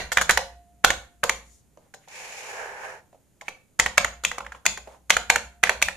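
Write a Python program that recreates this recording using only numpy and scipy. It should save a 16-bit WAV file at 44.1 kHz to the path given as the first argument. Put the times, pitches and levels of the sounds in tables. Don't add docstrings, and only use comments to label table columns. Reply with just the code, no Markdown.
import sys
import numpy as np
from scipy import signal
from scipy.fft import rfft, irfft
from scipy.io import wavfile

SR = 44100
rng = np.random.default_rng(int(sys.argv[2]) if len(sys.argv) > 2 else 0)


def unload_audio(sound):
    columns = np.transpose(np.atleast_2d(sound))
    steps = np.round(np.clip(columns, -1, 1) * 32767)
    wavfile.write(sys.argv[1], SR, steps.astype(np.int16))


N = 262836
LEAD, ONSET = SR // 10, SR // 100
AGE = np.arange(SR // 8) / SR
PUSH_START_S, PUSH_STOP_S = 2.064, 3.018


# t/s, knock level/dB, click level/dB, cap f/Hz, click left minus right/dB,
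# finger lead/s, finger knock level/dB
KEY_PRESSES = [(-.018, -9.5, -19.5, 1820, -3, 0.0062, -25), (.1716, -6.5, -21.5, 1860, -5.5, .003, -36),
               (0.294, -8.5, -20, 1904, -13, .002, -28), (.846, -4.5, -9, 1410, -4.5, .0046, -12.5),
               (1.2385, -19.5, -20, 1251, -2.5, 0.0049, -15.5),
               (3.7977, -7.5, -14, 2021, 3.5, 0.0067, -24.5),
               (3.9794, -6.5, -14.5, 2090, -0.5, 0.0049, -28),
               (4.2487, -13.5, -18.5, 2510, 8.5, 0.012, -29), (4.3825, -25, -35, 1070, 2, .003, -38),
               (4.663, -12, -13, 2390, 3, .0087, -21.5), (5.104, -5.5, -11.5, 1966, 5.5, 0.0067, -27.5),
               (5.2999, -5.5, -14.5, 2090, 0, 0.0035, -28.5),
               (5.6362, -6.5, -16.5, 2036, -2.5, 0.0055, -20),
               (5.8242, -11.5, -14.5, 2260, 4.5, 0.0076, -22)]
# t/s, knock level/dB, click level/dB
KEY_RELEASES = [(0.374, -10, -18.5), (0.9038, -11.5, -19.5), (1.2944, -12, -19), (3.8614, -14.5, -26.5),
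                (4.046, -14.5, -25), (4.315, -24, -37), (4.465, -33, -48), (4.7744, -31, -38),
                (5.1673, -12.5, -23), (5.3588, -12.5, -22), (5.6942, -10, -22), (5.8847, -17.5, -31.5)]
# t/s, knock level/dB, click level/dB, cap f/Hz
CAP_TAPS = [(0.1178, -19.5, -25.5, 1740), (0.1249, -24, -24, 1790), (.182, -14, -28.5, 1680),
            (0.2127, -15.5, -23, 1620), (0.2189, -22, -23, 1440), (0.2988, -10, -27, 1890),
            (0.3077, -19, -15, 1467), (1.939, -41.5, -42, 1700), (2.083, -59, -48, 1390),
            (3.411, -39, -44.5, 2160), (3.4818, -25, -36.5, 2085), (4.4051, -27.5, -47, 1110),
            (4.4474, -41, -53.5, 1550), (4.5204, -31, -48.5, 1680), (4.5475, -37, -62.5, 1127),
            (5.141, -27, -41, 2100), (5.671, -22, -38, 1960)]
# t/s, knock level/dB, f/Hz
CASE_KNOCKS = [(1.24, -23, 560), (1.773, -42.5, 611), (1.942, -39.5, 708), (2.076, -45, 795),
               (3.128, -49, 697), (3.146, -51, 538), (3.419, -38.5, 1000), (3.487, -40.5, 515),
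               (4.777, -35, 753), (4.873, -35, 674), (4.945, -50, 930)]

def keys(paths=5, dull_click_db=-19):
    strokes = []
    for s, knock_db, click_db, hz, pan_db, early_s, finger_db in KEY_PRESSES:
        strokes.append((s - early_s, finger_db, click_db - 12, 1431, .031))
        strokes.append((s, knock_db, click_db, hz, .014, pan_db))
    for s, knock_db, click_db in KEY_RELEASES:
        strokes.append((s, knock_db, click_db, 1806, .014))
        settle_db = knock_db - 17
        strokes.append((s + .009, settle_db, settle_db + dull_click_db, 850, .025))
    strokes += [(*tap, .033) for tap in CAP_TAPS]
    strokes += [(s, db, db + dull_click_db, hz, .072) for s, db, hz in CASE_KNOCKS]
    tracks = np.zeros((paths, 2, LEAD + N))
    for k, (s, *stroke) in enumerate(strokes):
        add(tracks[k % paths], s - ONSET / SR, rattle(key_impact(*stroke)))
    return sum(track + room(track) for track in tracks)


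def key_impact(knock_db, click_db, cap_hz, ring_s, pan_db=0, case_db=-8, board_db=-6):
    knock = equal_energy(cap_modes(cap_hz, t60=.58 * ring_s))
    knock += undb(case_db) * equal_energy(case_modes(cap_hz))
    knock += undb(board_db) * equal_energy(board_modes(cap_hz))
    click = equal_energy(spring_click(t60=1.5 * ring_s))
    return undb(knock_db) * knock + undb(click_db + pan_db * np.array([[.5], [-.5]])) * click


# ratio to the cap frequency, level/dB
CAP_MODES = [(.42, -16), (.62, -6.5), (.84, 0.5), (1.001, 4), (1.13, 0)]

def cap_modes(cap_hz, t60, contact_s=.0027, phase_spread_rad=.54):
    cap = 0
    for ratio, db in CAP_MODES:
        phase = 2 * np.pi * cap_hz * ratio * (1 + .051 * rng.standard_normal()) * AGE
        cap = cap + undb(db) * np.sin(phase + phase_spread_rad * rng.standard_normal((2, 1)))
    return cap * fade(AGE, t60) * (1 - np.exp(-AGE / contact_s))


# f/Hz, level/dB, T60/s
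CASE_MODES = [(407, -29, 0.09), (507.7, -13, 0.29), (560, -11.5, 0.063), (680, -9, 0.053),
              (768, -2.5, 0.04), (930, -9, 0.11), (1110, -10.5, 0.053), (1680, -1, 0.051), (1890, 0, 0.052),
              (2248, 12, 0.025), (2715, -6.5, 0.092), (3600, -19, .06), (3700, -10.5, 0.08)]

def case_modes(cap_hz, spot_db=3):
    hz, db, t60 = np.transpose(CASE_MODES)[:, :, None]
    db = db - bass_loss_db(hz, cap_hz) + spot_db * rng.standard_normal(hz.shape)
    weight = undb(db) * rng.choice([-1, 1], hz.shape) / (1 + (hz / (1.5 * cap_hz)) ** 4)
    detuned_hz = hz * (1 + .055 * rng.standard_normal(hz.shape))
    return np.sum(weight * np.sin(2 * np.pi * detuned_hz * AGE) * fade(AGE, t60), axis=0)


# f/Hz, level/dB
BOARD_SPECTRUM = [(100, -23.5), (300, -14), (500, 2), (1000, 5), (2000, -3.5), (2700, 3.5), (4000, -4),
                  (7000, -32.5), (14000, -45.5)]

def board_modes(cap_hz, t60=.04):
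    spectrum = [(hz, db - 10 * np.log10(1 + (hz / (2.3 * cap_hz)) ** 4) - bass_loss_db(hz, cap_hz))
                for hz, db in BOARD_SPECTRUM]
    return colour(stereo_noise(len(AGE), alike=.6) * fade(AGE, t60), spectrum)


def bass_loss_db(hz, cap_hz, db_per_octave=3.5):
    return db_per_octave * np.maximum(np.log2(cap_hz / hz) - 1, 0)


# f/Hz, level/dB
CLICK_SPECTRUM = [(500, -30.5), (2000, -18), (3200, 2.5), (4000, 3), (5000, 2), (6500, 0.5), (9000, -9.5),
                  (13000, -12), (16000, -22.5)]

def spring_click(t60, chatter_db=4, rise_s=.0006):
    chatter = undb(chatter_db * np.interp(AGE, np.linspace(0, AGE[-1], 200), rng.standard_normal(200)))
    envelope = chatter * fade(AGE, t60) * (1 - np.exp(-AGE / rise_s))
    return colour(stereo_noise(len(AGE), alike=.26) * envelope, CLICK_SPECTRUM)


def rattle(impact, onset_db=-20, bounce_db=-22, bounce_s=.042, bounces=6):
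    excitation = np.zeros(len(AGE))
    rising_noise = rng.standard_normal(ONSET) * fade(AGE[:ONSET], t60=.011)[::-1]
    excitation[:ONSET] = undb(onset_db) * unit(rising_noise) / np.sqrt(ONSET)
    excitation[ONSET] = 1
    for late in rng.uniform(.1, 1, bounces):
        excitation[ONSET + int(late * bounce_s * SR)] += undb(bounce_db) * np.exp(-late)
    return signal.fftconvolve(impact, excitation[None], axes=-1)


# f/Hz, level/dB, T60/s
SPRING_MODES = [(701, 0, 1.1), (710, -7, .9), (706, 3, .25), (722, -6, .4)]
# t/s, level/dB
SPRING_PINGS = [(.3745, -39), (.9045, -49.5), (1.2947, -58), (4.0468, -47), (5.1675, -58), (5.3592, -48)]

def spring_pings():
    track, note = np.zeros((2, LEAD + N)), ringing(SPRING_MODES, build_cycles=3.5)
    for s, db in SPRING_PINGS:
        add(track, s, undb(db) * note)
    return track


# f/Hz, level/dB, T60/s
DESK_MODES = [(42, -4.5, 0.29), (57.88, 6, 0.7), (62.63, -9.5, 2), (86.5, -7.5, 0.37), (143, -15, 0.19),
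              (179, 4, 0.18), (220.3, -4.5, 0.44)]
# f/Hz, level/dB
SHUDDER_SPECTRUM = [(22, -42), (33, -30), (44, -6.5), (58, 10.5), (75, -6.5), (110, -16.5), (190, -4.5),
                    (300, -28.5), (700, -50)]

def desk(shudder_db=-1, recoil_db=-35, moved_db=-.5):
    track, t = np.zeros((2, LEAD + N)), np.arange(SR) / SR
    thump = ringing(DESK_MODES, build_cycles=4.7)
    envelope = fade(t, t60=.57) * (1 - np.exp(-t / .017))
    for s, knock_db, *_ in KEY_PRESSES:
        thump_db = -37 + .56 * knock_db + moved_db * (s > PUSH_STOP_S)
        shudder = unit(colour(stereo_noise(SR, alike=.92), SHUDDER_SPECTRUM)) * envelope
        add(track, s, undb(thump_db) * (thump + undb(shudder_db) * shudder))
    for s, knock_db, _ in KEY_RELEASES:
        add(track, s, undb(knock_db + recoil_db) * thump)
    return track


# centre t/s, duration/s, gain/dB
SHOVES = [(2.386, 0.035, 3), (2.505, 0.095, 3.5), (2.615, 0.16, 6), (2.848, 0.086, 4.5)]
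# f/Hz, level/dB
GROAN_SPECTRUM = [(150, -25), (300, -22.5), (400, -3.5), (520, 1), (680, 0.5), (880, 6.5), (1100, -3),
                  (1500, -23), (3000, -40)]
RASP_SPECTRUM = [(600, -22), (1100, -0.5), (1400, -1), (1720, 1.5), (2000, -4.5), (2450, -0.5), (3000, -5),
                 (4000, -24), (9000, -29.5)]
HISS_SPECTRUM = [(1800, -18), (3200, -3), (4200, -2.5), (5500, 0), (7000, -6), (9000, -13), (13000, -18.5),
                 (16000, -34)]

def sliding_feet(attack_s=.11, release_s=.098, lean_at_s=2.52, lean_s=.2, judder_db=.96, judder_hz=120):
    size = LEAD + N
    t = (np.arange(size) - LEAD) / SR
    speed = np.clip(np.minimum((t - PUSH_START_S) / attack_s, (PUSH_STOP_S - t) / release_s), 0, 1)
    lean = np.clip(.5 + (t - lean_at_s) / lean_s, 0, 1)
    judder = rng.standard_normal(4000)
    grip = undb(judder_db * np.interp(t * judder_hz, np.arange(len(judder)), judder))
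    for s, length, db in SHOVES:
        grip *= undb(db * np.exp(-(2 * (t - s) / length) ** 2))

    def layer(noise, spectrum, light_db, heavy_db):
        return speed * undb(light_db + (heavy_db - light_db) * lean) * unit(colour(noise, spectrum))

    groan = layer(grip * stereo_noise(size, alike=.76), GROAN_SPECTRUM, light_db=-46, heavy_db=-41)
    rub = grip * stereo_noise(size, alike=.055)
    rub = (1 - lean) * resonate(rub, hz=2260, q=3.1) + lean * resonate(rub, hz=1700, q=3.1)
    rasp = layer(rub, RASP_SPECTRUM, light_db=-39.5, heavy_db=-40)
    hiss = layer(grip * stereo_noise(size, alike=.038), HISS_SPECTRUM, light_db=-44.5, heavy_db=-54)
    return groan + rasp + hiss


# centre t/s, duration/s, level/dB, centre f/Hz
SKIN_BRUSHES = [(1.525, 0.21, -61.5, 6030), (1.843, 0.14, -64, 780), (2.04, 0.07, -60.5, 2000),
                (3.144, 0.027, -71.5, 575), (3.472, 0.051, -53.5, 2030), (4.56, 0.053, -49.5, 867),
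                (4.915, 0.16, -51, 773)]

def skin_brushes():
    track, t = np.zeros((2, LEAD + N)), np.arange(SR // 2) / SR
    for s, length, db, hz in SKIN_BRUSHES:
        swell = np.sin(np.pi * np.minimum(t / length, 1))
        band = unit(resonate(stereo_noise(len(t), alike=.49), hz, q=2.1))
        add(track, s - length / 2, undb(db) * swell * band)
    return track


# f/Hz, level/dB
REVERB_SPECTRUM = [(60, 0.5), (200, -10.5), (500, 1.5), (1000, -2.5), (2000, -10), (4000, 2), (7000, -0.5),
                   (14000, -10)]
# f/Hz, T60/s
REVERB_TIMES = [(100, 0.5), (500, 0.28), (2000, 0.34), (6000, 0.28), (14000, 0.37)]

def room(x, wet_db=-5, first_s=.0028, build_s=.0065, alike_below_hz=1100):
    t, hz = np.arange(SR) / SR, np.fft.rfftfreq(SR, 1 / SR)
    alike = 1 / (1 + (hz / alike_below_hz) ** 2)
    shared = np.sqrt(alike) * rfft(rng.standard_normal(SR))
    noise = shared + np.sqrt(1 - alike) * rfft(rng.standard_normal((2, SR)))
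    tail = 0
    for centre, t60 in REVERB_TIMES:
        band = at_hz([(f, float(f == centre)) for f, _ in REVERB_TIMES], hz)
        tail = tail + irfft(noise * band) * fade(t, t60)
    onset = 1 - np.exp(-np.maximum(t - first_s, 0) / build_s)
    response = colour(unit(tail * onset) / np.sqrt(SR), REVERB_SPECTRUM)
    return undb(wet_db) * signal.fftconvolve(x.mean(axis=0)[None], response, axes=-1)[:, :x.shape[-1]]


# f/Hz, relative spectral level/dB
AMBIENT_SPECTRUM = [(20, -9.5), (32, -14), (45, -6.5), (60, -4), (100, -4.5), (200, -4), (320, -9.5),
                    (600, -13), (1200, -20.5), (3000, -24.5), (7000, -27), (14000, -29)]

def ambience(level_db=-64):
    return undb(level_db) * unit(colour(stereo_noise(LEAD + N, alike=.52), AMBIENT_SPECTRUM))


def ringing(modes, build_cycles):
    t = np.arange(SR) / SR
    return sum(undb(db) * np.sin(2 * np.pi * hz * t) * fade(t, t60) * (1 - np.exp(-t * hz / build_cycles))
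               for hz, db, t60 in modes)


def resonate(x, hz, q):
    return signal.lfilter(*signal.iirpeak(hz, q, fs=SR), x)


def colour(x, points, size=2048):
    cepstrum = irfft(np.log(undb(at_hz(points, np.fft.rfftfreq(size, 1 / SR)))))
    cepstrum[1:size // 2] *= 2
    cepstrum[size // 2 + 1:] = 0
    response = irfft(np.exp(rfft(cepstrum))).reshape((1,) * (x.ndim - 1) + (-1,))
    return signal.fftconvolve(x, response, axes=-1)[..., :x.shape[-1]]


def at_hz(points, hz):
    f, value = np.transpose(points)
    return np.interp(np.log(np.maximum(hz, 1)), np.log(f), value)


def stereo_noise(size, alike):
    shared = rng.standard_normal(size)
    return np.sqrt(alike) * shared + np.sqrt(1 - alike) * rng.standard_normal((2, size))


def undb(db):
    return 10 ** (np.asarray(db) / 20)


def fade(t, t60):
    return np.exp(-np.log(1000) * t / t60)


def unit(x):
    return x / np.sqrt(np.mean(x ** 2))


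def equal_energy(x, knock_s=.005):
    return unit(x) * np.sqrt(knock_s * SR / x.shape[-1])


def add(track, s, sound):
    start = max(int(s * SR) + LEAD, 0)
    part = sound[..., :track.shape[-1] - start]
    track[:, start:start + part.shape[-1]] += part


def scene():
    friction = sliding_feet() + skin_brushes()
    return (keys() + spring_pings() + friction + room(friction) + desk() + ambience())[:, LEAD:]


# f/Hz, gain/dB
LEFT_RESPONSE = [(100, 2.5), (1000, -4.5), (2200, -4), (3500, -5), (5000, -4.5), (6200, 1.5), (6900, 10.5),
                 (7600, 1), (9500, 2), (13500, -6.5)]
RIGHT_RESPONSE = [(100, 3), (1000, -2.5), (2200, -1), (3500, -2.5), (5000, -4), (6500, -2), (8000, 3),
                  (10500, 5), (12500, 3), (14000, 1.5)]

def record(dry, cutoff_hz=14300):
    heard = np.array([colour(dry[0], LEFT_RESPONSE), colour(dry[1], RIGHT_RESPONSE)])
    limited = heard / (1 + heard ** 8) ** (1 / 8)
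    return signal.sosfilt(signal.ellip(8, .2, 70, cutoff_hz, fs=SR, output="sos"), limited)


dry = scene()
out = record(dry)
unload_audio(out)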